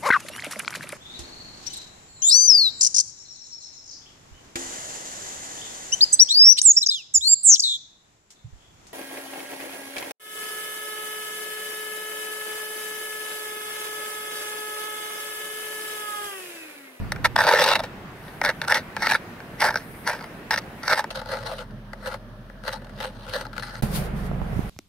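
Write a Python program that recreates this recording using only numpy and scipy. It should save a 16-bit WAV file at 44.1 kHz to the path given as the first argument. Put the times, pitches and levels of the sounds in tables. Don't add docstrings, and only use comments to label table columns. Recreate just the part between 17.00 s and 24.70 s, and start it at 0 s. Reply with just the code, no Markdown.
import sys
import numpy as np
from scipy import signal
from scipy.fft import rfft, irfft, next_fast_len
from scipy.io import wavfile
from scipy.ndimage import uniform_filter1d, map_coordinates

SR = 44100
rng = np.random.default_rng(int(sys.argv[2]) if len(sys.argv) > 2 else 0)


def amplitude_ratio(level_db):
    exponent = np.asarray(level_db, float) / 20
    return 10 ** exponent


def store_pcm(level_fs):
    pcm = np.round(np.clip(level_fs, -1, 1) * 32767).astype(np.int16)
    wavfile.write(sys.argv[1], SR, np.atleast_2d(pcm).T)


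N = 339429

CUT_S = 4.1
SILENCE_START_S, SILENCE_END_S = 6.812, 6.823

# frequency in [Hz], density in [dB per Hz].
NEAR_YARD_SPECTRUM = [(15, -27), (25, -3), (49, -2.5), (64, -6.5), (120, 1), (190, 1.5), (560, -7.5),
                      (641, -6.5), (911, -9), (1130, -10), (1790, -10.5), (2910, -19.5), (7110, -34.5),
                      (11600, -36), (16000, -35.5)]
FAR_YARD_SPECTRUM = [(40, -39), (68, -21.5), (112, -4), (145, -10.5), (170, -19.5), (204, -7.5),
                     (293, -21.5), (386, -21.5), (463, -24), (624, -16.5), (699, -26.5), (1740, -27),
                     (2090, -38), (2820, -39.5), (6000, -50), (16000, -90)]
# frequency in [Hz], density in [dB per Hz].
AIR_HISS_SPECTRUM = [(1800, -40), (3000, 5), (5500, -4), (7200, -21), (9000, -6), (13000, -9), (16000, -10)]
# frequency in [Hz], left-right likeness [0-1]; then frequency in [Hz], left minus right in [dB].
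YARD_LIKENESS = [(60, 0.84), (180, 1), (550, 0.89), (1650, 0.14), (4970, 0.032), (15000, 0.023)]
YARD_BALANCE = [(60, -2), (240, -1), (950, 0.5), (3770, -0.5), (15000, 6.5)]
# time in [s], firing rate in [Hz], level in [dB].
DISTANT_ENGINE = [
    (0, 40.2, -40),
    (.4, 42.5, -60),
    (4.09, 40.6, -92),
    (4.11, 40.28, -46.5),
    (6.81, 40.3, -45.5),
]
# time in [s], level in [dB].
WIND_GUST = [
    (0, -26),
    (.1, -36),
    (.3, -36),
    (.55, -53),
]
# frequency in [Hz], density in [dB per Hz].
WIND_SPECTRUM = [(18, -32), (30, 3.5), (123, 10.5), (312, -6), (351, -34), (429, -40), (500, -13),
                 (650, -33), (1100, -120)]
# time in [s], level in [dB], rise in [s], hold in [s], fall in [s].
ARM_SWISHES = [
    (.01, -63, .01, .001, 0.9),
    (1.25, -58, 0.25, 0.087, 1.7),
    (2.92, -53.5, 0.93, 0.11, 0.81),
    (3.8, -61, 0.44, 0.00095, 0.53),
]

# time of full pressure in [s], shell level in [dB],
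# rise in [s], hold in [s], fall in [s].
NEAR_STROKES = [(.243, -13, 0.0014, .02, 0.013), (.388, -16, 0.02, 0.05, 0.14),
                (.468, -18, 0.004, 0.085, 0.03), (.59, -15.5, 0.084, 0.062, 0.015),
                (.66, -19, .004, 0.07, 0.034), (.755, -23, 0.015, 0.0088, 0.019),
                (.802, -20, 0.02, 0.00078, 0.0065), (.843, -32, 0.04, .001, 0.045),
                (1.284, -44.5, 0.14, .001, .17), (1.435, -20.5, 0.0071, 0.067, 0.024),
                (1.64, -28, 0.032, 0.01, 0.014), (1.7, -15.5, 0.025, 0.026, 0.026),
                (1.742, -17.5, 0.0048, 0.034, 0.037), (2.04, -20, 0.077, 0.023, 0.011),
                (2.095, -18.5, 0.081, 0.028, 0.057), (2.158, -22, 0.033, 0.00092, 0.012),
                (2.604, -15, 0.016, 0.072, 0.063), (2.757, -34.5, .003, 0.025, 0.077),
                (3.074, -20.5, 0.027, .001, 0.16), (3.09, -34, 0.011, 0.027, .008),
                (3.507, -24, 0.0011, 0.016, 0.081), (3.577, -21, 0.0012, 0.0068, 0.01),
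                (3.832, -37.5, 0.0027, 0.051, 0.038), (3.9, -17, 0.061, 0.028, 0.07),
                (3.977, -17.5, 0.026, 0.02, 0.026)]
FAR_STROKES = [(4.11, -37.5, 0.012, .001, 0.06), (4.147, -38, 0.0065, 0.054, 0.012),
               (4.326, -30, 0.1, .001, .2), (4.468, -38.5, 0.06, 0.071, 0.027),
               (4.59, -37.5, 0.085, .001, 0.065), (4.61, -48, 0.016, 0.03, .01),
               (5.05, -41, 0.13, .001, 0.019), (5.077, -28.5, 0.04, .001, 0.047),
               (5.142, -34.5, 0.094, .001, 0.036), (5.682, -29, 0.054, .001, 0.04),
               (5.73, -27.5, 0.034, .001, 0.059), (6.03, -33.5, 0.1, 0.027, 0.056),
               (6.3, -43, 0.38, .021, 0.023), (6.352, -25.5, 0.035, .001, 0.098),
               (6.4, -52, .021, .001, 0.16), (6.56, -51, 0.049, 0.064, .03),
               (6.64, -40.5, 0.043, 0.15, .03)]
# time in [s], peak in [dB], rim relative to shell in [dB].
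NEAR_BREAKS = [(0.12, -1.5, -7.5), (0.161, -17, -16.5), (0.25, -5.5, -9.5), (0.362, 1, -9.5),
               (0.379, -4.5, -20), (0.662, -6, -12), (1.415, 2, -21), (1.449, -2, -5), (1.616, -7, -7.5),
               (1.744, -10.5, 2), (1.966, -3.5, -17), (2.069, -1, -18), (2.15, -1, -22),
               (2.403, -17.5, -22.5), (2.757, -1, -11.5), (3.075, -3.5, -9), (3.209, -18, -18),
               (3.242, -17, -22), (3.508, -1, -9), (3.532, -2, -17), (3.54, -4, -5), (3.575, -9, -4),
               (3.832, -15, -14), (3.911, -1, -19), (3.976, -6, -11), (4.042, -11.5, -19)]
FAR_BREAKS = [(4.11, -36, 9), (4.156, -21, 4), (4.216, -15, -11), (4.317, -20, 2), (4.462, -18, -6),
              (4.521, -23, -2), (4.583, -26.5, -4), (4.708, -41, 1.5), (4.932, -11, -17.5),
              (5.059, -16.5, -9), (5.142, -17, -22), (5.68, -13.5, -14), (5.727, -19, 0), (5.819, -30, -9),
              (5.846, -28.5, -8), (5.895, -26.5, -20), (6.003, -12.5, -9), (6.294, -36, 13),
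              (6.349, -22.5, -10), (6.41, -14.5, -3), (6.452, -19.5, -17), (6.531, -22, -6),
              (6.565, -19.5, -25), (6.58, -13.5, -16), (6.596, -16, -6), (6.624, -12, -8), (6.633, -15, -8)]
# time in [s], peak in [dB], rim gain in [dB].
NEAR_RIDGES = [(0.3574, -4.5, -12.5), (0.396, -12.5, -2), (0.4043, -3, 0.5), (0.4154, 0.5, -1),
               (0.4369, -2.5, -0.5), (0.4677, -12.5, 2), (0.476, -12.5, -5), (0.5102, -0.5, -2.5),
               (0.533, -6.5, -2), (0.556, -5, -10), (0.5965, -13, 1), (0.6018, -6, 2), (0.619, -11.5, -2),
               (0.622, -5, 7.5), (0.6384, -11, 14), (0.686, -7.5, 6.5), (0.7315, -18.5, -4),
               (0.7531, -4.5, 0.5), (0.79, -28, 7.5), (0.833, -26, -2.5), (0.8443, -33.5, 4.5),
               (0.851, -29, 0), (1.4394, -11, -6), (1.4583, -3, 2), (1.489, -8, 6), (1.4994, -16.5, 8),
               (1.6478, -20, 0), (1.6755, -10.5, 4), (1.6807, -6, 10.5), (1.7, -15, -7), (1.7054, -12.5, 5),
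               (1.72, -2, -5), (1.772, -11.5, -1), (2.0207, -5.5, 5), (2.0453, -27.5, -4),
               (2.0564, -24, -9), (2.0688, -4, -4.5), (2.0716, -15, -7), (2.09, -12, 4), (2.1099, -3.5, -2),
               (2.1166, -21, -4), (2.133, -10, 1), (2.1428, -9, -1.5), (2.148, -10, -13), (2.603, -14, 10),
               (2.618, 0, 0), (2.6242, -1.5, -6), (2.6401, -6.5, -1), (2.664, -10, -22), (2.6884, -8, 0),
               (2.7054, -15, 8), (2.7406, -13.5, 5.5), (2.7697, -17, 6), (3.1494, -23, 0),
               (3.5589, -10.5, -2.5), (3.5864, -11, -2.5), (3.878, -11, 6), (3.8921, -10.5, -15),
               (3.9297, -6.5, 2), (3.9842, -16, 1)]
FAR_RIDGES = [(4.1033, -25, 6), (4.1505, -36, 7), (4.1975, -27, -2), (4.2575, -24, -3), (4.2872, -25.5, 3),
              (4.3355, -25, -4), (4.369, -28, 0), (4.4278, -28, 3), (4.513, -28, -8), (5.0624, -20, 0),
              (5.1223, -32, 3), (5.1287, -28.5, 7), (5.4974, -26, -15), (5.6365, -32, 0), (5.65, -26, 0),
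              (5.8681, -33, -5), (5.9856, -39, 2), (6.0272, -22, 6), (6.0447, -16.5, -10),
              (6.2302, -45, 10), (6.3257, -27, 0), (6.336, -16, 1), (6.3584, -20.5, -9), (6.554, -29, -8),
              (6.763, -29, -5)]
# time in [s], flatness on the glass as air column over upper shell in [dB],
# bite of the edge as rim over shell in [dB], lower over upper rim in [dB].
NEAR_HOLD = [(.12, -11, -19.5, -7.5), (.25, -16, -16.5, 0), (.4, -7, -13.5, 0.5), (.5, -6, -12.5, 1.5),
             (.6, -5.5, -10.5, 1), (.72, -1, -8, 8), (.85, 1.5, -14, 2.5), (1.46, -8, -11.5, -5.5),
             (1.62, -8.5, -20.5, 1.5), (1.72, -11, -12, -2), (1.78, -11, -9.5, -3), (2.1, -17.5, -11, -1.5),
             (2.62, -13, -11, -3), (2.7, -7, -12, -9.5), (2.77, -9.5, -5.5, -10), (3.1, -5, -12.5, -7.5),
             (3.54, -10, -2, -6), (3.9, -12.5, -7.5, -8), (4.04, -6.5, -9.5, -3)]
FAR_HOLD = [
    (4.15, 3, -1, -2.5),
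    (4.35, 1.5, -8, -3),
    (4.58, 0, -7, 0.5),
    (4.93, -11, -12, -12),
    (5.1, -0.5, -9, -2),
    (5.7, -4.5, -8, -2),
    (6.03, -1, -6, -1),
    (6.36, -1, -5.5, -0.5),
    (6.6, -10.5, -5, -2),
    (6.72, -11, -5.5, -9),
]
# frequency in [Hz], width in [Hz], level in [dB].
NEAR_RESONANCES = [
    [(528, 115, 0.5), (622, 75, 2)],
    [(884, 114, 2.5), (1244, 24, -6)],
    [(1316, 130, -0.5), (1585, 220, 2.5), (1835, 177, 3.5), (2180, 170, -1), (2303, 280, -5.5)],
    [(2730, 190, -3), (3470, 95, -0.5), (3830, 194, 0.5)],
    [(4230, 430, -3), (4630, 390, 0.5), (5055, 230, 1.7), (5800, 260, -2)],
]
FAR_RESONANCES = [
    [(524, 38, 5.5), (665, 64, -3.5)],
    [(859, 60, 1.5), (1230, 116, -8)],
    [(1395, 190, 3.5), (1720, 135, -1), (1960, 100, -2)],
    [(2840, 630, 1), (3860, 280, 2)],
    [(4160, 300, 8.5), (5060, 550, -1), (5390, 170, 0.5), (6330, 860, -10.5)],
]
# frequency in [Hz], density in [dB per Hz].
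NEAR_POWDER_SPECTRUM = [(3820, -0.5), (6500, 3.5), (6960, -51), (7530, 2.5), (9800, 5.5), (13500, -2),
                        (15100, -3.5), (16000, -19.5)]
FAR_POWDER_SPECTRUM = [(3820, -6), (6300, -4), (7300, -30), (8200, 5), (9300, 4.5), (11500, -1.5),
                       (15100, -5), (16000, -23)]
# frequency in [Hz], left-right likeness [0-1].
NEAR_LIKENESS = [(60, 0.5), (180, 1), (550, 0.97), (1650, 1), (2600, 0.51), (4200, 0.5), (7000, 0.99),
                 (15000, 0.14)]
FAR_LIKENESS = [(60, 0.98), (180, 0.47), (550, 1), (1650, 0.35), (4970, 0.26), (15000, 0.097)]
# frequency in [Hz], left minus right in [dB].
NEAR_BALANCE = [(60, 7), (150, -24), (380, -3.5), (950, 0.5), (2380, -3.5), (5980, 0), (15000, 5.5)]
FAR_BALANCE = [(60, -6), (150, -9), (380, -6), (950, 4), (2380, -0.5), (5980, -3.5), (15000, 4.5)]

# time in [s], level in [dB].
ENGINE_CLOSENESS = [
    (6.823, -27),
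    (6.95, -30),
    (7.18, -30.5),
    (7.38, -32),
    (7.6, -30.5),
    (7.7, -31),
]
# frequency in [Hz], density in [dB per Hz].
RUMBLE_SPECTRUM = [(26, -40), (45, -14), (65, -28), (81, -3.5), (178, 3), (218, -1.5), (249, -11),
                   (311, -18), (330, -26), (430, -47), (730, -120)]
PANEL_SPECTRUM = [(180, -37), (300, -8.5), (378, -2), (849, -6), (917, -10), (1640, -12), (3000, -23.5),
                  (3900, -31), (6600, -120)]
# frequency in [Hz], density in [dB per Hz].
RUB_SPECTRUM = [(1650, -10), (2800, -11.5), (4650, -12), (5180, -14), (7500, -20), (9750, -30),
                (16500, -120)]
RUSTLE_SPECTRUM = [(4240, -42), (7200, -12), (8770, 7.5), (10600, 8), (14200, 5), (16000, -1.5)]
# frequency in [Hz], left-right likeness [0-1].
RUMBLE_LIKENESS = [(100, 0.94)]
# frequency in [Hz], left-right likeness [0-1]; then frequency in [Hz], left minus right in [dB].
HELD_LIKENESS = [(60, 0.92), (180, 0.81), (550, 0.43), (1650, 0.021), (4970, 0.021), (15000, 0.01)]
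HELD_BALANCE = [(60, 5), (180, -3), (550, -2), (1650, -3.5), (4970, 5), (15000, 7)]
# frequency in [Hz], level in [dB rms], left lead and right lag in [radians].
CLOSE_TONES = [
    (35.2, -36.5, 0.12),
    (59.5, -36.5, .2),
]
# time in [s], peak in [dB], frequency in [Hz], 60 dB decay in [s].
HOUSING_KNOCKS = [
    (6.824, -16, 320, 0.024),
    (6.836, -1.5, 126, 0.021),
    (7.315, -8, 592.5, 0.005),
    (7.417, -4, 700, 0.0027),
    (7.592, -1.5, 192, 0.014),
]
# time in [s], peak in [dB].
FINGER_THUMPS = [
    (6.974, -14),
    (7.061, -29),
    (7.235, -21),
    (7.313, -20),
    (7.35, -24),
    (7.419, -13),
    (7.531, -17),
    (7.566, -11),
]
# time in [s], level in [dB], rise in [s], hold in [s], fall in [s].
SLEEVE_MOVES = [
    (6.824, -35.5, .001, .001, 0.084),
    (6.96, -31, 0.066, 0.00093, 0.089),
    (7.04, -54, .05, 0.026, 0.027),
    (7.165, -56.5, .03, .04, .08),
    (7.26, -54, .06, 0.0097, 0.024),
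    (7.6, -56, 0.31, .03, .3),
    (7.697, -52, .015, .01, .01),
]


def unit(x):
    return x / np.sqrt(np.mean(x ** 2) + 1e-20)


def along(points, hz):
    f, v = np.transpose(points)
    return np.interp(np.log(hz + 1), np.log(f + 1), v)


def curves(rows, silent=-120):
    s, first, *others = np.transpose(rows)
    t = np.arange(N) / SR
    return [np.interp(t, s, first, silent, silent)] + [np.interp(t, s, column) for column in others]


def wobble(rate):
    knots = rng.standard_normal(int(N * rate / SR) + 4)
    return map_coordinates(knots, [np.arange(N) * rate / SR])


def swells(rows):
    t = np.arange(N) / SR
    total = np.zeros(N)
    for s, db, rise, hold, fall in rows:
        away = np.maximum((s - t) / rise, (t - s - hold) / fall)
        total += amplitude_ratio(db - 25 * np.clip(away, 0, 5))
    return total


def filtered(x, response):
    m = next_fast_len(N + 8192)
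    return irfft(rfft(x, m) * response(np.fft.rfftfreq(m, 1 / SR)), m)[..., :N]


def rush(spectrum, patchy_db):
    z = signal.stft(rng.standard_normal((2, N)), nperseg=512)[2]
    field = uniform_filter1d(rng.standard_normal(z.shape[1:]), size=6, axis=0)
    field = uniform_filter1d(field, size=10, axis=1)
    pair = signal.istft(z * amplitude_ratio(patchy_db * unit(field)), nperseg=512)[1][:, :N]
    return unit(filtered(pair, lambda hz: amplitude_ratio(along(spectrum, hz))))


def ports(pair, likeness, balance, lead_us=0):
    def blend(hz):
        angle = np.arccos(np.clip(along(likeness, hz), -1, 1)) / 2
        return np.array([np.cos(angle), np.sin(angle)])

    def left_over_right(hz):
        ratio = amplitude_ratio(along(balance, hz)) * np.exp(2j * np.pi * hz * lead_us / 10 ** 6)
        return ratio ** np.array([[.5], [-.5]])

    mid, side = filtered(pair, blend)
    return filtered(np.array([mid + side, mid - side]), left_over_right)


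def wind():
    gust = amplitude_ratio(curves(WIND_GUST)[0]) * rush(WIND_SPECTRUM, patchy_db=.8)
    return ports(gust, [(100, 0.21)], [(100, -4.0)])


def distant_engine():
    hz, db = curves(DISTANT_ENGINE, silent=45)
    phase = 2 * np.pi * np.cumsum(hz + .2 * wobble(2)) / SR
    return np.sqrt(2) * amplitude_ratio(db + .6 * wobble(3)) * (np.sin(phase) + .3 * np.sin(5 * phase))


def yard():
    t = np.arange(N) / SR
    near = amplitude_ratio(-40 + .7 * wobble(3)) * rush(NEAR_YARD_SPECTRUM, patchy_db=1.2)
    near += swells(ARM_SWISHES) * rush(RUSTLE_SPECTRUM, patchy_db=1.5)
    far = amplitude_ratio(-42.5 + .4 * wobble(3)) * rush(FAR_YARD_SPECTRUM, patchy_db=1.5)
    far += amplitude_ratio(-65) * rush(AIR_HISS_SPECTRUM, patchy_db=0.5)
    background = ports(np.where(t < CUT_S, near, far), YARD_LIKENESS, YARD_BALANCE)
    return background + wind() + distant_engine()


def rim_force(strokes, slips, ridges, bite_db, snap_db, slip_db, slip_t60, judder_db):
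    shell, rim, shell_snap, rim_snap = np.zeros((4, N + SR))
    shell[:N] = swells(strokes) * amplitude_ratio(judder_db * (wobble(200) - 2))
    rim[:N] = shell[:N] * amplitude_ratio(bite_db)
    t = np.arange(SR // 20) / SR
    for s, db, rim_db in slips:
        at = round(s * SR)
        decay_db = slip_db + db - 60 * t / slip_t60
        shell[at:][:len(t)] += amplitude_ratio(decay_db)
        rim[at:][:len(t)] += amplitude_ratio(decay_db + rim_db)
        shell_snap[at] = amplitude_ratio(snap_db + db)
        rim_snap[at] = amplitude_ratio(snap_db + db + rim_db)

    peak_delay_s, rise_t60, fall_t60 = 0.001207, 0.0043, 0.014
    u = t - .01
    bump = amplitude_ratio(-12 - 60 * np.maximum(-u / rise_t60, u / fall_t60))
    for s, db, rim_db in ridges:
        at = round((s + peak_delay_s + u[0]) * SR)
        shell[at:][:len(t)] += amplitude_ratio(db) * bump
        rim[at:][:len(t)] += amplitude_ratio(db + rim_db + bite_db[at]) * bump
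        shell_snap[round((s + peak_delay_s) * SR)] += amplitude_ratio(snap_db - 5.5 + db)
    return shell[:N], rim[:N], shell_snap[:N], rim_snap[:N]


def resonant(x, modes, shift_db):
    power = sum(amplitude_ratio(db) ** 2 * np.pi * width / SR for hz, width, db in modes)
    total = 0
    for k, (hz, width, db) in enumerate(modes):
        b, a = signal.iirpeak(hz, hz / width, SR)
        total = total + (-1) ** k * signal.lfilter(b, a, x * amplitude_ratio(db + shift_db * wobble(25)))
    return total / np.sqrt(power)


def tube(strokes, slips, ridges, grip, parts, dust, snap_db, slip_db, slip_t60, judder_db, grain_db, low_hz):
    when, *held = np.transpose(grip)
    flat_db, bite_db, lower_rim_db = (np.interp(np.arange(N) / SR, when, db) for db in held)
    shell, rim, shell_snap, rim_snap = rim_force(
        strokes, slips, ridges, bite_db, snap_db, slip_db, slip_t60, judder_db)
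    air, lower_rim = amplitude_ratio(flat_db), amplitude_ratio(lower_rim_db)
    lower_shell = amplitude_ratio(-1.5 + 0.51 * flat_db)

    def spread(on_shell, on_rim):
        each = [air * on_shell, lower_shell * on_shell, on_shell, lower_rim * on_rim, on_rim]
        return np.array(each)[:, None]

    grains = unit(amplitude_ratio(grain_db * rng.exponential(size=N)))
    chips = unit((rng.random(N) < 500 / SR) * rng.normal(size=N))
    texture = .8 * grains * rng.standard_normal((5, 2, N)) + .6 * chips
    force = spread(shell, rim) * texture + spread(shell_snap, rim_snap)
    body = sum(resonant(f, modes, shift_db=2.6) for f, modes in zip(force, parts))
    no_bass = signal.butter(4, low_hz, "high", fs=SR, output="sos")
    body = signal.sosfilt(no_bass, body)

    powder_gain = amplitude_ratio(-11.5 - 0.48 * bite_db)
    airborne = uniform_filter1d(rim, round(0.0021 * SR))
    powder = powder_gain * airborne * rush(dust, patchy_db=4.0)
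    return body + powder


def scraping():
    near = tube(NEAR_STROKES, NEAR_BREAKS, NEAR_RIDGES, NEAR_HOLD, NEAR_RESONANCES, NEAR_POWDER_SPECTRUM,
                snap_db=6, slip_db=-15.0, slip_t60=0.025, judder_db=2.0, grain_db=3.5, low_hz=389)
    far = tube(FAR_STROKES, FAR_BREAKS, FAR_RIDGES, FAR_HOLD, FAR_RESONANCES, FAR_POWDER_SPECTRUM,
               snap_db=0, slip_db=-16.5, slip_t60=0.035, judder_db=1.82, grain_db=3, low_hz=430)
    near = ports(near, NEAR_LIKENESS, NEAR_BALANCE, lead_us=38.3)
    return near + ports(far, FAR_LIKENESS, FAR_BALANCE)


def engine_tones():
    total = np.zeros((2, N))
    for hz, db, lead in CLOSE_TONES:
        phase = 2 * np.pi * np.cumsum(hz + .5 * wobble(4)) / SR
        total += np.sqrt(2) * amplitude_ratio(db + wobble(4)) * np.sin(phase + [[lead], [-lead]])
    return total * amplitude_ratio([[-1.5], [1.2]])


def sleeve():
    moves, rest_db = swells(SLEEVE_MOVES), -59
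    rub = (moves + amplitude_ratio(rest_db)) * rush(RUB_SPECTRUM, patchy_db=1.2)
    rustle = (amplitude_ratio(-1.8) * moves + amplitude_ratio(rest_db - 7)) * rush(RUSTLE_SPECTRUM, patchy_db=1.2)
    return rub + rustle


def housing_knocks():
    t = np.arange(N) / SR
    thumps = [(s, db, 105, .05) for s, db in FINGER_THUMPS]
    total = np.zeros(N)
    for s, db, hz, t60 in list(HOUSING_KNOCKS) + thumps:
        u = np.maximum(t - s, 0)
        onset = 1 - np.exp(-u / 0.00023)
        total -= amplitude_ratio(db - 60 * u / t60) * np.sin(2 * np.pi * hz * u) * onset
    return total * amplitude_ratio([[-28], [0]])


def handling():
    closeness_db = curves(ENGINE_CLOSENESS)[0]
    rumble = amplitude_ratio(closeness_db + 1.6 * wobble(18)) * rush(RUMBLE_SPECTRUM, patchy_db=0.7)
    panels = amplitude_ratio(closeness_db - 8 + .8 * wobble(11)) * rush(PANEL_SPECTRUM, patchy_db=1.2)
    rumble = ports(rumble, RUMBLE_LIKENESS, HELD_BALANCE)
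    around = ports(panels + sleeve(), HELD_LIKENESS, HELD_BALANCE)
    return rumble + around + engine_tones() + housing_knocks()


def scene():
    t = np.arange(N) / SR
    outdoors = (yard() + scraping()) * (t < SILENCE_START_S)
    return outdoors + handling() * (t > SILENCE_END_S)


def roll_off(x):
    return signal.sosfilt(signal.butter(12, 16770, fs=SR, output="sos"), x)


def record(dry):
    limited = dry / (1 + abs(dry / .85) ** 4) ** (1 / 4)
    edge_hz, edge_db = [15700, 15900, 16400, 16480, 16800], [0, -22, -30, -48, -52]
    narrow = filtered(limited, lambda hz: amplitude_ratio(np.interp(hz, edge_hz, edge_db)))
    return roll_off(narrow)


dry = scene()
out = record(dry)
store_pcm(out)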